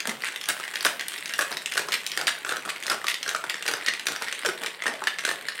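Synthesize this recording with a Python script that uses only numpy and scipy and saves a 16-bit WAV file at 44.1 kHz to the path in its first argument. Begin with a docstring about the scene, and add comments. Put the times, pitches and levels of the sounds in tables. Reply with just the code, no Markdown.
"""Kitchen: a steel and glass cocktail shaker, shaken hard a couple of metres from a small microphone.
Ice and liquid slam into one end five times a second; hands and liquid damp each knock within milliseconds.
The drink's mass lowers the tin's ring. Small ice rattles between strokes, the drink splashes and gurgles,
and the hard room smears it all."""
import sys
import numpy as np
from scipy import signal
from scipy.fft import rfft, irfft
from scipy.io import wavfile

SR = 44100
rng = np.random.default_rng(int(sys.argv[2]) if len(sys.argv) > 2 else 0)


def master(y):
    """Save y as 16-bit WAV."""
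    cut = np.clip(np.atleast_2d(y).T, -1, 1)
    pcm = np.round(cut * 32767)  # scale
    wavfile.write(sys.argv[1], SR, pcm.astype(np.int16))


N = 246959

# small ice tumbling: t/s, level/dB
RATTLE_LEVELS = [(0.0, -43.5), (0.4, -38), (0.8, -34), (1.2, -33.5), (1.6, -37), (2.0, -35.5), (2.4, -36),
                 (2.8, -40), (3.2, -42), (3.6, -37.5), (4.0, -37), (4.4, -32.5), (4.8, -42), (5.2, -37),
                 (5.6, -33)]
# loudest cube strikes: t/s, ring level/dB, crack level/dB re ring
CUBE_KNOCKS = [(0.003, -35, 7.5), (0.072, -34, 2.5), (0.0935, -27.5, -4.5), (0.2208, -35.5, 1),
               (0.237, -23, -18), (0.3597, -33.5, 3.5), (0.4124, -43, 10), (0.439, -45, 12),
               (0.457, -47, 12), (0.4875, -26, 0), (0.4986, -30, -3), (0.599, -36.5, -2), (0.6381, -30, -7),
               (0.679, -32, -10), (0.7389, -33, -3.5), (0.756, -27.5, 0), (0.8076, -37, 7.5),
               (0.8489, -23, 2), (0.8517, -20, -14), (0.8639, -21.5, -5), (0.995, -29.5, -3.5),
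               (1.009, -34.5, 2), (1.083, -43.5, 10.5), (1.1387, -37.5, 1.5), (1.1783, -43.5, 5.5),
               (1.2572, -37.5, 6.5), (1.294, -35, 0), (1.337, -30, 3), (1.3902, -18, -10.5),
               (1.4088, -33.5, 5), (1.425, -26, -13), (1.516, -33.5, -1.5), (1.5259, -33, -2),
               (1.5699, -29.5, 0.5), (1.659, -34, 9.5), (1.7207, -35.5, 7), (1.737, -38, 6),
               (1.7514, -47.5, 10.5), (1.7699, -27.5, -6), (1.7764, -21, -2.5), (1.7928, -29, 0),
               (1.8857, -31.5, -4.5), (1.92, -30, 5), (1.927, -25, -5), (1.9394, -25, 3),
               (2.0646, -42.5, 15.5), (2.1165, -40.5, 11.5), (2.1746, -23, -4), (2.2127, -31, 0),
               (2.2698, -25, 3.5), (2.279, -18.5, -4), (2.448, -27.5, -6.5), (2.469, -36, -7),
               (2.4916, -29, -2), (2.5218, -25, -11), (2.568, -30.5, -3.5), (2.6523, -38.5, -3),
               (2.761, -33.5, -5), (2.8256, -34, -1.5), (2.836, -39.5, 5), (2.866, -42, 11.5),
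               (2.8802, -28.5, -8), (2.8982, -30, 5), (2.905, -34, -8), (2.9164, -24, -7.5),
               (3.0155, -34, -13), (3.043, -30.5, -6), (3.0675, -31, 2.5), (3.082, -24.5, 3),
               (3.0983, -37.5, 10), (3.1422, -29.5, 1.5), (3.2287, -32.5, 4.5), (3.262, -30, -10),
               (3.2782, -29.5, -4), (3.291, -40, 13), (3.312, -32, -5), (3.3479, -22, -10),
               (3.3599, -34, -15), (3.4395, -28.5, -8), (3.4968, -31, 5), (3.542, -28, -5.5),
               (3.6243, -36.5, 6), (3.663, -31, -0.5), (3.6783, -28, 4), (3.6854, -27, -4),
               (3.7129, -29.5, -1), (3.7368, -26, -3.5), (3.811, -31.5, -15), (3.8304, -42, -11),
               (3.862, -27.5, -0.5), (3.8836, -18, -5.5), (3.9363, -28, -3.5), (3.9954, -43, 9),
               (4.0682, -28, 5.5), (4.0843, -26, -4), (4.1205, -41.5, 6.5), (4.1612, -31.5, -1.5),
               (4.2214, -30.5, -1.5), (4.2432, -34, -1.5), (4.283, -27, -8), (4.3254, -29.5, 1.5),
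               (4.4494, -31, -3), (4.454, -24.5, -22), (4.4602, -27.5, 1.5), (4.4883, -27, -5.5),
               (4.6355, -32.5, 1), (4.6611, -29, 0.5), (4.8212, -25, -9), (4.8648, -21, -11),
               (4.879, -26, -8), (4.9382, -37, -3), (5.0206, -31, -23), (5.0385, -34.5, 0.5),
               (5.0709, -18, -6), (5.1855, -28.5, -4), (5.192, -30.5, -2.5), (5.2504, -22, -3),
               (5.2758, -27.5, -10), (5.2895, -24, -6.5), (5.3123, -24.5, -9), (5.485, -23.5, -7)]
# cubes splitting: t/s, level/dB
CUBE_SNAPS = [(0.0725, -30.5), (0.488, -23.5), (0.827, -33), (0.857, -24), (1.0828, -28.5), (1.3916, -27),
              (2.0646, -32), (2.1745, -32)]
# drink piling up in one end: peak t/s, half length/s, splash level/dB, loaded ring f/Hz
SURGES = [(0.085, 0.037, -30, 1660), (0.497, 0.03, -37.5, 1540), (0.602, 0.014, -58, 1350),
          (0.862, 0.023, -42, 1730), (1.411, 0.049, -38.5, 1570), (1.516, 0.011, -36.5, 1210),
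          (1.786, 0.051, -29, 1676), (1.885, 0.01, -44, 1230), (2.196, 0.031, -30.5, 1670),
          (2.516, 0.072, -34, 1466), (2.668, 0.021, -34, 1300), (2.903, 0.069, -29.5, 1590),
          (3.049, 0.015, -40, 1250), (3.311, 0.056, -37, 1540), (3.451, 0.018, -47, 1420),
          (3.718, 0.065, -31.5, 1680), (4.104, 0.056, -34, 1610), (4.218, 0.014, -36.5, 1470),
          (4.46, 0.039, -29.5, 1620), (4.623, 0.015, -32, 1690), (4.869, 0.035, -28, 1674),
          (5.02, 0.021, -51, 1410), (5.283, 0.057, -34, 1820)]
# large air pockets closing: t/s, f/Hz, level/dB
AIR_POCKETS = [(0.082, 220, -25.5), (0.858, 670, -23), (1.401, 574, -26), (2.269, 686, -23.5),
               (2.517, 497, -22.5), (3.348, 612, -35.5), (3.44, 896, -27.5), (4.217, 886, -24),
               (4.449, 571, -21.5), (4.467, 462, -21), (4.486, 364, -19.5), (4.936, 636, -29),
               (5.02, 864, -21.5)]
# ice pack landing at the end of a stroke: t/s, length/s, level/dB
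PACK_LANDINGS = [(0.094, 0.0095, -38), (0.245, 0.044, -31), (0.485, 0.022, -25.5), (0.851, 0.021, -24.5),
                 (1.411, 0.014, -25), (1.775, 0.022, -40), (1.922, 0.034, -28), (2.178, 0.028, -41),
                 (2.273, 0.017, -23.5), (2.492, 0.034, -31.5), (2.69, 0.015, -25), (2.9, 0.035, -29.5),
                 (3.086, 0.033, -28), (3.288, 0.017, -34.5), (3.352, 0.014, -52), (3.498, 0.012, -27),
                 (3.678, 0.02, -30), (3.738, 0.01, -48), (3.864, 0.032, -28), (4.064, 0.022, -49),
                 (4.453, 0.014, -32), (4.66, 0.013, -27), (4.86, 0.026, -33), (5.071, 0.014, -28.5),
                 (5.254, 0.044, -33)]
# brittle ice contact: f/Hz, gain/dB
CONTACT_EQ = [(200, 9), (2400, 5.5), (4000, -0.5), (6000, -8), (9300, -13), (11000, -18.5), (13500, -10.5),
              (16000, -26)]
# kitchen echo: f/Hz, gain/dB
ECHO_EQ = [(100, 4), (300, -7), (800, -2), (1700, -3.5), (3500, -2.5), (8000, -2.5), (15000, -8.5)]
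# kitchen decay: f/Hz, t60/s
ECHO_T60 = [(200, 0.35), (550, 0.44), (1400, 0.3), (3700, 0.3), (9700, 0.26), (16000, 0.63)]
# still room air: f/Hz, relative density/dB
AIR_SPECTRUM = [(30, -14), (100, 2.5), (160, 13.5), (400, 3), (2000, -40), (16000, -54)]
# microphone response: f/Hz, gain/dB
MIC_EQ = [(30, -22), (90, -16.5), (150, -1.5), (260, -3.5), (430, 2), (620, 2.5), (800, 2), (1050, 4),
          (1700, 2), (2400, 0), (5700, 5.5), (6600, 3.5), (9000, 7), (14000, -7), (15500, -4)]

HIT_S = np.arange(1024) / SR  # time axis of one hit
EMPTY_RING_HZ, RING_SCATTER = 1943, 0.093  # scatter: deviation of ln f
WEAR_DB_PER_S = 1.0  # cube edges round off, the top treble fades


def undb(db):
    """Decibels to gain."""
    return 10 ** (np.asarray(db) / 20)


def unit(x):
    """Scale to rms 1."""
    return x / np.sqrt(np.mean(x ** 2))


def struck(x):
    """Scale each row to rms 1 over its first 4 ms."""
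    return x / np.sqrt(np.mean(x[:, :176] ** 2, axis=1, keepdims=True))


def fade(t, t60_s):
    """Exponential decay."""
    return np.exp(-np.log(1000) * t / t60_s)


def along(points, hz):
    """Interpolate (f/Hz, value) points over log frequency."""
    point_hz, values = np.transpose(points)
    return np.interp(np.log(np.maximum(hz, 1)), np.log(point_hz), values)


def colour(x, points, size=2048):
    """Minimum-phase filter from (f/Hz, gain/dB) points."""
    cepstrum = irfft(np.log(undb(along(points, np.fft.rfftfreq(size, 1 / SR)))))
    cepstrum[1:size // 2] *= 2
    cepstrum[size // 2 + 1:] = 0
    response = irfft(np.exp(rfft(cepstrum))).reshape((1,) * (x.ndim - 1) + (-1,))
    return signal.fftconvolve(x, response, axes=-1)[..., :x.shape[-1]]


def band(x, lo_hz, hi_hz, order=2):
    """Band-pass."""
    return signal.sosfilt(signal.butter(order, [lo_hz, hi_hz], "band", fs=SR, output="sos"), x)


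def burst(count, t60_s, lo_hz, hi_hz):
    """One decaying noise band per row."""
    return struck(band(rng.standard_normal((count, len(HIT_S))) * fade(HIT_S, t60_s), lo_hz, hi_hz))


def place(at_s, sounds):
    """Sum short sounds onto the time line."""
    out = np.zeros(N)
    for start, sound in zip((np.maximum(at_s, 0) * SR).astype(int), sounds):
        out[start:start + len(sound)] += sound[:max(N - start, 0)]
    return out


def place_hits(at_s, level_db, parts):
    """Mix (rows, relative level/dB) parts and place the hits."""
    return place(at_s, sum(part * undb(level_db + rel_db)[:, None] for part, rel_db in parts))


def load(at_s):
    """Fill (0-1) and ring f/Hz of the struck end; the drink's mass lowers the ring."""
    peak_s, half_s, _, full_hz = np.transpose(SURGES)
    fills = np.exp(-((at_s[:, None] - peak_s) / half_s) ** 4)
    fill = fills.max(axis=1)
    return fill, EMPTY_RING_HZ + fill * (full_hz[fills.argmax(axis=1)] - EMPTY_RING_HZ)


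def tin_ring(hz, t60_s, rise_s):
    """One damped mode per row, swelling while the ice presses on the wall."""
    mode = np.sin(2 * np.pi * hz[:, None] * HIT_S) * fade(HIT_S, t60_s)
    return struck(mode * (1 - np.exp(-HIT_S / rise_s)))


def ice_contact(count, tau_s, tones_db, tones_t60_s, seat_s=0.00024):
    """Brittle crack as ice seats on the wall, plus six short tones that vary with cube and strike point."""
    envelope = np.exp(-HIT_S / tau_s) * (1 - np.exp(-HIT_S / seat_s))
    crack = struck(rng.standard_normal((count, len(HIT_S))) * envelope)
    modes_hz = 2400 * (14000 / 2400) ** rng.random((count, 6)).T
    tones = sum(np.sin(2 * np.pi * hz[:, None] * HIT_S) * rng.standard_normal((count, 1))
                for hz in modes_hz)
    return colour(crack + undb(tones_db) * struck(tones * fade(HIT_S, tones_t60_s)), CONTACT_EQ)


def shards(at_s, level_db):
    """Pieces hit the wall: big ones ring it, small ones tick; a full end shifts clack towards tick."""
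    detune, smallness = rng.standard_normal((len(at_s), 2)).T
    fill, ring_hz = load(at_s)
    ring = tin_ring(ring_hz * np.exp(0.11 * detune), t60_s=0.0071, rise_s=0.00041)
    crack = ice_contact(len(at_s), tau_s=0.0017, tones_db=-5.5, tones_t60_s=0.0066)
    clack = struck(band(crack, 2000, 6000))
    tick = struck(band(crack, 6000, 19000))
    return place_hits(at_s, level_db, [
        (ring, -3.5 - 3.6 * smallness),
        (clack, -0.8 - 1.7 * fill),
        (tick, -6 + 3 * smallness + 1.64 * fill - 0.45 * WEAR_DB_PER_S * at_s)])


def small_ice(count=1450):
    """Chips and glancing cubes rattle at random, a few large among many tiny."""
    jitter, smallness = rng.random((count, 2)).T
    at_s = (np.arange(count) + jitter) / count * N / SR
    rattle_db = np.interp(at_s, *np.transpose(RATTLE_LEVELS))
    return shards(at_s, rattle_db + 0.5 - 24.3 * smallness ** 0.78)


def liquid(count=1300, rise_s=0.01):
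    """Drink flung with the cubes: short rising bubble tones over a splashing wash."""
    knock_s, knock_db, _ = np.transpose(CUBE_KNOCKS)
    peak_s, _, splash_db, _ = np.transpose(SURGES)
    t = np.arange(SR // 4) / SR
    stir_power = (undb(knock_db - 15)[:, None] * fade(t, 0.082)) ** 2
    splash_power = undb(splash_db)[:, None] ** 2 * np.minimum(t / rise_s, fade(t - rise_s, 0.34) ** 2)
    power = place(knock_s - 0.002, stir_power) + place(peak_s - rise_s, splash_power) + undb(-45.5) ** 2
    when, pitch, strength = rng.random((count, 3)).T
    hz = 230 * (1500 / 230) ** pitch[:, None]
    bubbles = np.sin(2 * np.pi * hz * HIT_S * (1 + 3 * HIT_S)) * fade(HIT_S, 11 / hz)
    churn = unit(place(when * N / SR, bubbles * undb(20 * strength)[:, None]))
    wash = unit(band(rng.standard_normal(N), 137, 1550))
    return undb(-11.5) * (churn + wash) * np.sqrt(power)


def knocks():
    """Each cube rings the end of the tin, thuds against the liquid and cracks in the treble."""
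    at_s, level_db, crack_db = np.transpose(CUBE_KNOCKS)
    count = len(at_s)
    fill, ring_hz = load(at_s)
    detune, sharpness = rng.standard_normal((count, 2)).T
    # re a medium blow; harder ones crush the ice: longer, duller
    force_db = level_db + np.maximum(crack_db, 0) + 24.5
    crack_tau_s = 0.0022 * undb(0.33 * force_db)[:, None]
    ring_t60_s = 0.011 * undb(0.57 * force_db)[:, None]
    crack = ice_contact(count, crack_tau_s, tones_db=-7.5, tones_t60_s=0.017, seat_s=0.00046)
    shell = burst(count, t60_s=0.013, lo_hz=1156, hi_hz=2170)
    mode = tin_ring(ring_hz * np.exp(RING_SCATTER * detune), ring_t60_s, rise_s=0.0017)
    ring = struck(mode + undb(-8) * shell)
    thud = burst(count, t60_s=0.033, lo_hz=283, hi_hz=690)
    clack = struck(band(crack, 2260, 5700, order=3))
    # only sharp edges splinter up to the top octave
    edge_db = 3.5 - WEAR_DB_PER_S * at_s + 3 * sharpness
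    edge = undb(edge_db)[:, None] * band(crack, 10000, 19000, order=3)
    tick = struck(band(crack, 6000, 10000, order=3) + edge)
    return place_hits(at_s, level_db, [
        (ring, -1 + fill),
        (thud, -20.5 + 8 * fill - 0.42 * force_db),  # liquid yields to a hard blow
        (clack, crack_db),
        (tick, crack_db - 7.5 + 3.5 * fill - 0.12 * force_db)])


def rebounds():
    """Each knocking cube bounces once more, softer."""
    at_s, ring_db, crack_db = np.transpose(CUBE_KNOCKS)
    lag, softness = rng.random((len(at_s), 2)).T
    knock_db = ring_db + 10 * np.log10(0.87 + undb(crack_db) ** 2)
    return shards(at_s + 0.004 + 0.013 * lag, knock_db - 7.5 - 7 * softness)


def splinters(count=260):
    """Flakes snap off with a high dry tick, fainter as edges wear; now and then a cube splits."""
    jitter, smallness = rng.random((count, 2)).T
    flake_s = (np.arange(count) + jitter) / count * N / SR
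    fill, _ = load(flake_s)
    rattle_db = np.interp(flake_s, *np.transpose(RATTLE_LEVELS))
    flake_db = rattle_db - 4 + 6 * fill - WEAR_DB_PER_S * flake_s - 18 * smallness ** 0.83
    at_s, level_db = np.concatenate([CUBE_SNAPS, np.c_[flake_s, flake_db]]).T
    snaps = burst(len(at_s), t60_s=0.011, lo_hz=8900, hi_hz=18000)
    return place(at_s, snaps * undb(level_db)[:, None])


def stragglers(per_surge=4):
    """Cubes ride in on each surge and knock dully on the wall."""
    peak_s, half_s, splash_db, _ = np.repeat(SURGES, per_surge, axis=0).T
    count = len(peak_s)
    jitter, softness = rng.random((count, 2)).T
    progress = (np.arange(count) % per_surge + jitter) / per_surge
    at_s = peak_s + half_s * (2 * progress - 1)
    thud = burst(count, t60_s=0.013, lo_hz=208, hi_hz=970)
    _, ring_hz = load(at_s)
    detune = rng.standard_normal(count)
    ring = tin_ring(ring_hz * np.exp(RING_SCATTER * detune), t60_s=0.02, rise_s=0.0014)
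    dull_knocks = place_hits(at_s, splash_db - 12 * softness, [(ring, -10), (thud, -5)])
    return dull_knocks + shards(at_s, splash_db - 2 - 6 * softness)


def glugs(t60_cycles=23.7, rise_s=0.002):
    """Large air pockets ring as liquid closes over them; the lower, the longer."""
    at_s, hz, level_db = np.transpose(AIR_POCKETS)[:, :, None]
    t = np.arange(SR // 5) / SR
    envelope = fade(t, t60_cycles / hz) * (1 - np.exp(-t / rise_s))
    return place(at_s[:, 0], undb(level_db) * np.sin(2 * np.pi * hz * t) * envelope)


def crunch(pieces=16):
    """At the end of a stroke the pack piles into the wall, piece upon piece."""
    start_s, length_s, pack_db = np.repeat(PACK_LANDINGS, pieces, axis=0).T
    jitter, smallness = rng.random((len(start_s), 2)).T
    progress = (np.arange(len(start_s)) % pieces + jitter) / pieces
    piece_db = pack_db + 10 * np.log10(length_s / 0.029) - 3.5 - 8 * smallness
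    return shards(start_s + length_s * progress, piece_db)


def room_response(early_db=-8):
    """Echo from one position: sparse bounces off ceiling and cupboards, then a diffuse tail."""
    t = np.arange(16384) / SR
    spectrum = rfft(rng.standard_normal(len(t)))
    hz = np.fft.rfftfreq(len(t), 1 / SR)
    centres_hz, t60s_s = np.transpose(ECHO_T60)
    tail = sum(irfft(spectrum * along(np.c_[centres_hz, weights], hz)) * fade(t, t60_s)
               for weights, t60_s in zip(np.eye(len(centres_hz)), t60s_s))
    tail *= np.clip((t - 0.004) / 0.0049, 0, 1)
    early = rng.standard_normal(len(t)) * (rng.random(len(t)) < 0.03)
    early *= (t > 0.0025) * fade(t, 0.014)
    return colour(undb(early_db) * early / np.linalg.norm(early) + tail / np.linalg.norm(tail), ECHO_EQ)


def kitchen(direct, positions=12, positions_per_s=37):
    """The shaker moves, so its echo crossfades from one bounce pattern to the next."""
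    position = np.arange(N) / SR * positions_per_s % positions
    echo = 0
    for k in range(positions):
        distance = np.abs((position - k + positions / 2) % positions - positions / 2)
        gain = np.sqrt(np.maximum(1 - distance, 0))
        echo = echo + signal.oaconvolve(direct * gain, room_response())
    # shaking already under way: the tail wraps to the start
    echo[:len(echo) - N] += echo[N:]
    return direct + echo[:N]


def scene():
    """Shaker in the kitchen over faint air noise, mono."""
    air = undb(-63.5) * unit(colour(rng.standard_normal(N), AIR_SPECTRUM))
    ice = knocks() + rebounds() + stragglers() + crunch() + small_ice() + splinters()
    return (kitchen(ice + liquid() + glugs()) + air)[None]


def record(dry, ceiling=0.98, asymmetry=0.047, low_hz=28, top_hz=16100):
    """Small microphone, thin in the bass; it rounds peaks unevenly, so hard blows add a low bump."""
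    rounded = ceiling * np.tanh(colour(dry, MIC_EQ) / ceiling)
    skewed = rounded + asymmetry * rounded ** 2
    highpassed = signal.sosfilt(signal.butter(2, low_hz, "high", fs=SR, output="sos"), skewed)
    return signal.sosfilt(signal.ellip(10, 0.2, 80, top_hz, fs=SR, output="sos"), highpassed)


dry = scene()
out = record(dry)
master(out)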